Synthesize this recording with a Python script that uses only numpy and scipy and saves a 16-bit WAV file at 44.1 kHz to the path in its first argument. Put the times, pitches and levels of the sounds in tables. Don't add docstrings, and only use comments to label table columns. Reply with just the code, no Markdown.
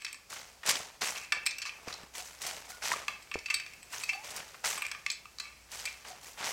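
import sys
import numpy as np
from scipy import signal
from scipy.fft import rfft, irfft, next_fast_len
from scipy.io import wavfile
from scipy.ndimage import uniform_filter1d, map_coordinates

SR = 44100
rng = np.random.default_rng(int(sys.argv[2]) if len(sys.argv) > 2 else 0)


def level_to_linear(level):
    exponent = np.asarray(level, float) / 20
    return 10 ** exponent


def int16_out(signal):
    q = np.round(np.clip(np.atleast_2d(signal).T, -1, 1) * 32767)
    wavfile.write(sys.argv[1], SR, q.astype(np.int16))


N = 287576
T = np.arange(N) / SR


def unit(x):
    return x / np.sqrt(np.mean(x ** 2) + 1e-20)


def along(points, hz):
    point_hz, value = np.transpose(points)
    return np.interp(np.log(hz + 1), np.log(point_hz + 1), value)


def wobble(rate_hz):
    knots = rng.standard_normal(int(N * rate_hz / SR) + 4)
    return map_coordinates(knots, [T * rate_hz])


def filtered(x, response):
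    size = next_fast_len(N + SR // 2)
    hz = np.fft.rfftfreq(size, 1 / SR)
    return irfft(rfft(x, size) * response(hz), size)[..., :N]


def band(hz, lo_hz, hi_hz):
    highpass = 1j * hz / lo_hz / (1 + 1j * hz / lo_hz)
    return (highpass / (1 + 1j * hz / hi_hz)) ** 2


def crackle(patchy_db, tick_db, lumpy_db):
    z = signal.stft(rng.standard_normal(N), nperseg=64)[2]
    field = uniform_filter1d(rng.standard_normal(z.shape), size=4, axis=0)
    field = uniform_filter1d(field, size=3, axis=1)
    patches = signal.istft(z * level_to_linear(patchy_db * unit(field)), nperseg=64)[1][:N]
    return unit(patches * level_to_linear(tick_db * wobble(400) + lumpy_db * wobble(40)))


def chatter(length_s, count):
    t = np.arange(count) / SR
    strike = 1 + 1.22 * np.exp(-t / 0.00034)
    onset = 1 - np.exp(-t / 0.000068)
    release = level_to_linear(-7 * t / length_s - 10 * (t / length_s) ** 4)
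    return rng.standard_normal(count) * strike * release * onset


# (frequency [Hz], density [dB per Hz])
AIR_SPECTRUM = [(12, -42), (20, -7), (61, 1.5), (234, -6), (759, -5.5), (1190, -7), (2390, -7.5),
                (3630, -12), (4670, -7), (7950, -10), (9400, -15), (14700, -18.5), (16000, -22)]
# (time [s], level [dB])
HUM_LEVEL = [
    (0.0, -76.5),
    (2.43, -63.5),
    (3.12, -70),
    (3.34, -69),
    (3.98, -80),
    (5.77, -62.5),
    (6.52, -72),
]
AIR_DB = -60.5


def air():
    tone = unit(filtered(rng.standard_normal(N), lambda f: level_to_linear(along(AIR_SPECTRUM, f))))
    time_s, level_db = np.transpose(HUM_LEVEL)
    hum_db = np.interp(T, time_s, level_db) - 1.0 + 0.59 * wobble(7.1)
    hum = np.sin(2 * np.pi * 60 * T + 0.5 * wobble(2.47)) * level_to_linear(hum_db)
    return level_to_linear(AIR_DB + 0.5 + 1.1 * wobble(0.79)) * tone + hum


# (frequency [Hz], t60 [s])
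ROOM_T60 = [(200, 0.1), (2000, 0.42), (6000, 0.26), (14000, 0.059)]


def room(x):
    out, step = np.zeros(N + 2 * SR), SR // 4
    for i in range(0, N, step):
        hz, t, z = signal.stft(rng.standard_normal(SR // 2), SR, nperseg=256)
        decay = level_to_linear(-60 * t / along(ROOM_T60, hz)[:, None])
        tail = signal.istft(z * decay, SR, nperseg=256)[1]
        tail = tail * (1 - np.exp(-np.arange(len(tail)) / SR / 0.0033))
        wet = signal.fftconvolve(x[i:i + step], tail / np.linalg.norm(tail))
        out[i + 200:][:len(wet)] += wet
    return out[:N]


# (time [s], peak [dB], pitch [Hz], t60 [s])
WOOD_KNOCKS = [(1.3225, -34.5, 3520, 0.11), (1.3246, -34.5, 1750, 0.18), (2.5, -45, 1166, .009),
               (1.877, -19.5, 424, 0.004), (2.035, -38.5, 222, 0.017), (2.9172, -8.5, 1880, 0.0056),
               (2.918, -20.5, 996, 0.022), (2.937, -19.5, 1184, 0.022), (3.356, -25, 425, 0.019),
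               (3.3565, -6, 880, 0.0017), (3.357, -43, 76, 0.12), (4.136, -39, 4520, 0.1),
               (4.7775, -34.5, 1110, 0.023), (5.0633, -18.5, 2175, 0.023), (5.064, -37, 1163, 0.058),
               (5.2556, -38, 1220, 0.023), (5.4004, -37, 1184, .03), (5.861, -32.5, 2380, 0.18)]


def knocks():
    out, t = np.zeros(N + SR), np.arange(SR // 5) / SR
    onset = 1 - np.exp(-t / 0.00048)
    for s, db, hz, t60_s in WOOD_KNOCKS:
        out[round(s * SR):][:len(t)] += level_to_linear(db - 60 * t / t60_s) * onset * np.sin(2 * np.pi * hz * t)
    return out[:N]


# (start [s], length [s], pitch [Hz], level [dB], roughness
CREAKY_TONES = [
    (2.169, 0.079, 731, -52.5, 0.74),
    (2.458, 0.048, 752, -47, 0.8),
    (2.669, 0.067, 738, -55, 0.83),
    (2.695, 0.099, 1455, -52.5, 0.45),
    (2.948, 0.1, 1200, -52, 2.15),
    (3.477, .09, 1183, -52, 1.04),
    (4.117, 0.117, 702, -48, 1.03),
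    (6.075, 0.094, 745, -52.5, 1.8),
]
LONG_CREAK_S, CLIMB = 0.1, 0.22


def creaks():
    out = np.zeros(N)
    waver, grip = 0.03 * wobble(160), 0.7 * wobble(110)
    for s, length_s, hz, db, rough in CREAKY_TONES:
        u = np.clip((T - s) / length_s, 0, 1)
        climb = 1 + CLIMB * np.sqrt(u) * (length_s > LONG_CREAK_S)
        pitch_hz = hz * climb * (1 + rough * waver)
        swell = np.sqrt(np.abs(np.sin(np.pi * u))) * (u < 1)
        level = level_to_linear(db) * (1 + min(rough, 1) * grip) * swell
        out += level * np.sin(2 * np.pi * np.cumsum(pitch_hz) / SR)
    return out


RISE_SHAPE, HOLD_S, FADE_DB, FADE_SHAPE = 1.02, 0.016, 27.5, 0.86
USUAL_DB = -45
SHAKE_DB, SHAKE_GROWS, SHAKE_SWINGS = -51, 0.36, 0.61
FIZZ_DB, FIZZ_GROWS, FIZZ_SWINGS = -51.5, 0.58, 0.86


def stroke(s, rise_s, peak_db, fade_s, bright_db):
    gains, t = np.zeros((3, N + SR)), np.arange(SR) / SR
    swell_db = 20 * RISE_SHAPE * np.log10(np.clip(t / rise_s, 1e-4, 1))
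    fading = np.maximum(t - rise_s - HOLD_S, 0) / fade_s
    shape_db = swell_db - FADE_DB * fading ** FADE_SHAPE
    extra_db = peak_db - USUAL_DB
    shake_db = SHAKE_DB + SHAKE_GROWS * extra_db - bright_db + SHAKE_SWINGS * shape_db
    fizz_db = FIZZ_DB + FIZZ_GROWS * extra_db + bright_db + FIZZ_SWINGS * shape_db
    gains[:, round(s * SR):][:, :SR] = level_to_linear([peak_db + shape_db, shake_db, fizz_db]) * (1 - t)
    return gains[:, :N]


# (start [s], rise [s], peak [dB],
# fade [s], brightness [dB])
LOOM_STROKES = [(0.289, 0.048, -51, 0.31, -1), (.645, 0.058, -31.5, 0.063, -7.5),
                (.74, 0.014, -47, 0.24, -2), (1.009, 0.0069, -39, 0.15, -7.5),
                (1.03, 0.049, -43, 0.21, 3.5), (1.319, 0.0063, -75, 0.42, -7.5),
                (1.6, 0.22, -70, 0.89, -0.5), (1.86, 0.031, -55.5, 0.2, -5), (2.132, 0.033, -50, 0.64, 2.5),
                (2.404, 0.066, -48, 0.41, -2), (2.688, 0.008, -62, 0.23, 5.5),
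                (2.813, 0.049, -39, 0.21, -2), (2.913, 0.0066, -55, 0.16, -4.5),
                (3.079, 0.0046, -63, 0.12, -4), (3.898, 0.038, -49, 0.54, 1.5),
                (4.233, 0.012, -55.5, 0.9, -0.5), (4.3, 0.083, -62.5, 0.067, -2.5),
                (4.635, 0.012, -42, 0.27, -1), (4.65, 0.024, -42.5, 0.23, 2.5),
                (5.692, 0.091, -48, 0.41, 1.5), (6.042, 0.043, -58, 0.16, -2.5),
                (6.202, 0.061, -60, 0.38, 5), (6.37, 0.089, -45.5, 0.23, -8.5),
                (6.44, 0.057, -50.5, .4, 6.5)]
# (frequency [Hz], density [dB per Hz])
RASP_SPECTRUM = [(71, -20), (120, -15.5), (334, -15.5), (445, -8.5), (856, -1.5), (1580, -4.5), (1940, -3),
                 (3740, -5), (5990, 2), (8140, -1), (8840, -5), (11300, -9.5), (16000, -17.5)]


def warp():
    rasp, shake, fizz = sum(stroke(*row) for row in LOOM_STROKES)
    drag = crackle(2.8, tick_db=2.2, lumpy_db=1.2)

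    def coloured(lo_hz, hi_hz):
        return unit(filtered(drag, lambda f: level_to_linear(along(RASP_SPECTRUM, f)) * np.abs(band(f, lo_hz, hi_hz)) ** 2))

    threads = level_to_linear(-0.5) * rasp * coloured(2600, 13800)
    timber = level_to_linear(-2.0) * shake * coloured(35, 1260)
    laths = level_to_linear(3.5) * np.sqrt(rasp * shake) * coloured(1730, 2860)
    thread_fizz = level_to_linear(-1.5) * fizz * coloured(14300, 26000)
    return threads + timber + laths + thread_fizz


# (time [s], peak [dB])
WIRE_SNAPS = [(0.301, -21.5), (0.3326, -19), (.3494, -33), (0.6625, -8.5), (.6737, -25), (0.6905, -1.5),
              (.698, -33), (0.707, -6.5), (1.0176, -38), (1.0355, -13), (1.0577, -15), (2.4175, -12.5),
              (2.4657, -9), (2.703, -20), (2.842, -23), (4.245, -31), (4.305, -17.5), (4.3628, -12.5),
              (5.717, -18.5), (6.083, -24), (6.231, -26.5)]
# (time [s], peak [dB])
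LATH_CLAPS = [(0.326, -21), (.362, -19.5), (0.6321, -16.5), (.6619, -18), (0.6734, -17), (.7064, -38),
              (2.4656, -22.5), (2.822, -17), (2.8425, -36), (3.932, -17.5), (4.3608, -25), (4.5436, -23),
              (4.6411, -6.5), (5.6876, -33), (6.0474, -20.5), (6.081, -35), (6.3752, -23.5), (6.428, -17)]
LATH_WITH_WIRE_DB, WIRE_WITH_LATH_DB = -44, -13


def heddles():
    wire, lath = np.zeros((2, N + SR))
    snaps = [(s, db, db + LATH_WITH_WIRE_DB) for s, db in WIRE_SNAPS]
    snaps += [(s, db + WIRE_WITH_LATH_DB, db) for s, db in LATH_CLAPS]
    for s, wire_db, lath_db in snaps:
        i = round(s * SR)
        wire[i:][:1500] += level_to_linear(wire_db + 4) * chatter(0.017, count=1500)
        lath[i:][:1500] += level_to_linear(lath_db + 3) * chatter(0.013, count=1500)
    bright = filtered(wire[:N], lambda f: band(f, 5500, 6030) ** 2)
    dull = filtered(lath[:N], lambda f: band(f, 1030, 2190) ** 2)
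    return bright + dull


# (frequency [Hz], bandwidth [Hz], level [dB])
SHUTTLE_MODES = [(1183, 43, 0), (1350, 1200, 12.5), (1750, 76, -7.5), (2270, 37, -14.5), (2280, 140, -8.5),
                 (2418, 79, -1.5), (2606, 66, -3), (3140, 390, -1.5), (3580, 59, -21.5), (4110, 150, -3),
                 (4565, 128, -1), (4950, 510, -1), (5400, 260, 0), (6080, 340, 0.5), (6980, 200, -6),
                 (7530, 270, -6.5), (7950, 81, -4.5), (8700, 2300, -29), (10300, 1000, -9),
                 (11840, 390, -5.5), (14300, 2500, -22)]
# (from [Hz], to [Hz], level [dB])
SHUTTLE_PARTS = [
    (1900, 3300, -4),
    (800, 1900, -3.5),
    (3300, 7000, -2),
    (7000, 16000, 1.5),
]


def shuttle_ring(levels_db, scatter_db):
    t = np.arange(SR // 12) / SR
    hz, width_hz, db = np.transpose(SHUTTLE_MODES)
    for (lo_hz, hi_hz, part_db), level_db in zip(SHUTTLE_PARTS, levels_db):
        db = db + (part_db + level_db) * ((hz >= lo_hz) & (hz < hi_hz))
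    detune, luck = rng.standard_normal((2, len(hz)))
    swing = np.sin(2 * np.pi * np.outer(hz * (1 + 0.012 * detune), t))
    decay = np.exp(-np.pi * np.outer(width_hz, t))
    return level_to_linear(db + scatter_db * luck) @ (swing * decay)


# (time [s], peak [dB], spindle [dB], contact [s])
FLAT_CONTACTS = [(.1447, -36, 1, 0.0055), (1.3219, -13, -10, 0.012), (1.4326, -34, -18, 0.0079),
                 (1.6535, -26.5, -8, .01), (1.6601, -30.5, -2.5, 0.035), (1.8824, -25, -3, 0.0057),
                 (1.927, -39, 12, .0041), (3.0813, -15, -7, 0.0045), (3.273, -37, -18, 0.0037),
                 (3.3143, -24.5, -21, 0.0082), (4.132, -24.5, -18, 0.007), (4.9145, -18, -6.5, 0.0084),
                 (4.9486, -26.5, -17, 0.0036), (5.2555, -34.5, -6, 0.0032), (5.3853, -37, 7, 0.004),
                 (5.3988, -31, 9, 0.0091)]
# (time [s], peak [dB], spindle [dB], contact [s])
END_CONTACTS = [
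    (.0199, -28, -18, 0.0039),
    (2.0331, -31.5, -6, 0.0018),
    (4.7772, -23.5, -15, 0.013),
    (4.8202, -21.5, -23, 0.0091),
    (4.882, -30.5, -11, 0.0093),
]
# (time [s], peak [dB], spindle [dB], contact [s])
NOSE_CONTACTS = [(.1286, -23.5, -7, 0.0037), (1.4565, -29, -3, 0.02), (1.4635, -18.5, 1.5, 0.013),
                 (1.5837, -25, -3, 0.0075), (3.2226, -38.5, -6, 0.013), (3.5418, -18, 1, .011),
                 (3.7355, -34.5, -7, 0.0063), (3.8297, -27.5, -14, 0.0015), (4.015, -31, -18, 0.0039),
                 (4.0356, -22.5, -3, 0.01), (4.8649, -22.5, -9, 0.0041), (5.115, -25, -18, 0.0069),
                 (5.854, -23, 0, 0.0098)]
# (time [s], peak [dB], spindle [dB], contact [s])
SPOOL_CONTACTS = [(.0473, -17.5, -4.5, 0.0086), (.0652, -18.5, -25, .005), (.0814, -35, -2, 0.017),
                  (1.471, -15.5, -20, 0.0053), (1.4964, -48, -1, 0.01), (1.509, -28.5, 3.5, 0.01),
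                  (1.618, -23.5, -2.5, 0.018), (1.6934, -25, -12, 0.0069), (1.9392, -41.5, 14.5, 0.0064),
                  (3.0818, -14, -14, .0055), (3.3398, -21.5, -7.5, 0.012), (3.3887, -32, -0.5, .0078),
                  (3.459, -26, -3, 0.011), (3.4846, -26, -31, 0.0062), (3.5012, -11, -13.5, 0.018),
                  (3.563, -26, -19, .0043), (3.5989, -16.5, -15, 0.0074), (3.6631, -23.5, -14, 0.0032),
                  (3.7484, -47, -21, 0.0047), (4.0915, -17, -10, 0.012), (4.8494, -23, -13, .014),
                  (5.0632, -13.5, -10, 0.0054), (5.1009, -24, 7, 0.0087), (5.1238, -37, 2, .015),
                  (5.8728, -22.5, -19, .014)]


def clacks():
    out = np.zeros(N + SR)
    places = [(FLAT_CONTACTS, 0.83, -19), (END_CONTACTS, 0, -4.5),
              (NOSE_CONTACTS, -52, 0), (SPOOL_CONTACTS, -70, -25)]
    for contacts, hull_db, tip_db in places:
        for s, db, spindle_db, contact_s in contacts:
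            ring = shuttle_ring(db + np.array([0, hull_db, spindle_db, tip_db]), scatter_db=3.0)
            clack = signal.fftconvolve(chatter(contact_s, count=1500), ring)
            out[round(s * SR):][:len(clack)] += level_to_linear(-25.5) * clack
    return out[:N]


# (time [s], rattle [dB], t60 [s])
BOBBIN_JOLTS = [(0.0, -38.5, 0.65), (1.152, -29.5, 0.4), (1.321, -53, .3), (1.459, -47, 8.8),
                (3.08, -46, 0.98), (3.2, -63, 3.15), (3.498, -43, 2.1), (4.082, -40, 0.67),
                (4.72, -50, 1.8), (5.06, -45, 0.33), (5.402, -37.5, 0.65), (5.855, -47, 0.97)]
HAND_STOPS = [1.98, 3.47, 3.9, 4.3, 4.96, 6.05]
SETTLE_DB_PER_S = 300


def bobbin():
    out = np.zeros(N + SR)
    rattle = crackle(3.1, tick_db=-1.5, lumpy_db=3) * level_to_linear(1.2 * wobble(30))
    for s, db, t60_s in BOBBIN_JOLTS:
        stop = min([x for x in HAND_STOPS if x > s] + [N / SR])
        settle_db = SETTLE_DB_PER_S * np.maximum(T - stop, 0)
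        level = level_to_linear(db - 4.5 - 60 * np.abs(T - s) / t60_s - settle_db) * (T >= s)
        ring = shuttle_ring([0, -7, -9, -13], scatter_db=3)
        i = round(s * SR)
        buzz = signal.fftconvolve((level * rattle)[i:i + SR], ring / np.linalg.norm(ring))[:SR]
        out[i:][:len(buzz)] += buzz
    return out[:N]


def shuttle():
    return filtered(clacks() + bobbin(), lambda f: band(f, 807, 21000) ** 3)


def scene():
    loom, wood = shuttle() + heddles(), knocks() + creaks()
    echo = level_to_linear(-10.5) * room(loom + level_to_linear(-4.5) * wood)
    return (loom + wood + echo + warp() + air())[None]


def top_cut(x):
    return signal.sosfilt(signal.butter(12, 16690, fs=SR, output="sos"), x)


def record(dry):
    mix = filtered(dry, lambda f: f < 16100)
    return top_cut(mix)


dry = scene()
out = record(dry)
int16_out(out)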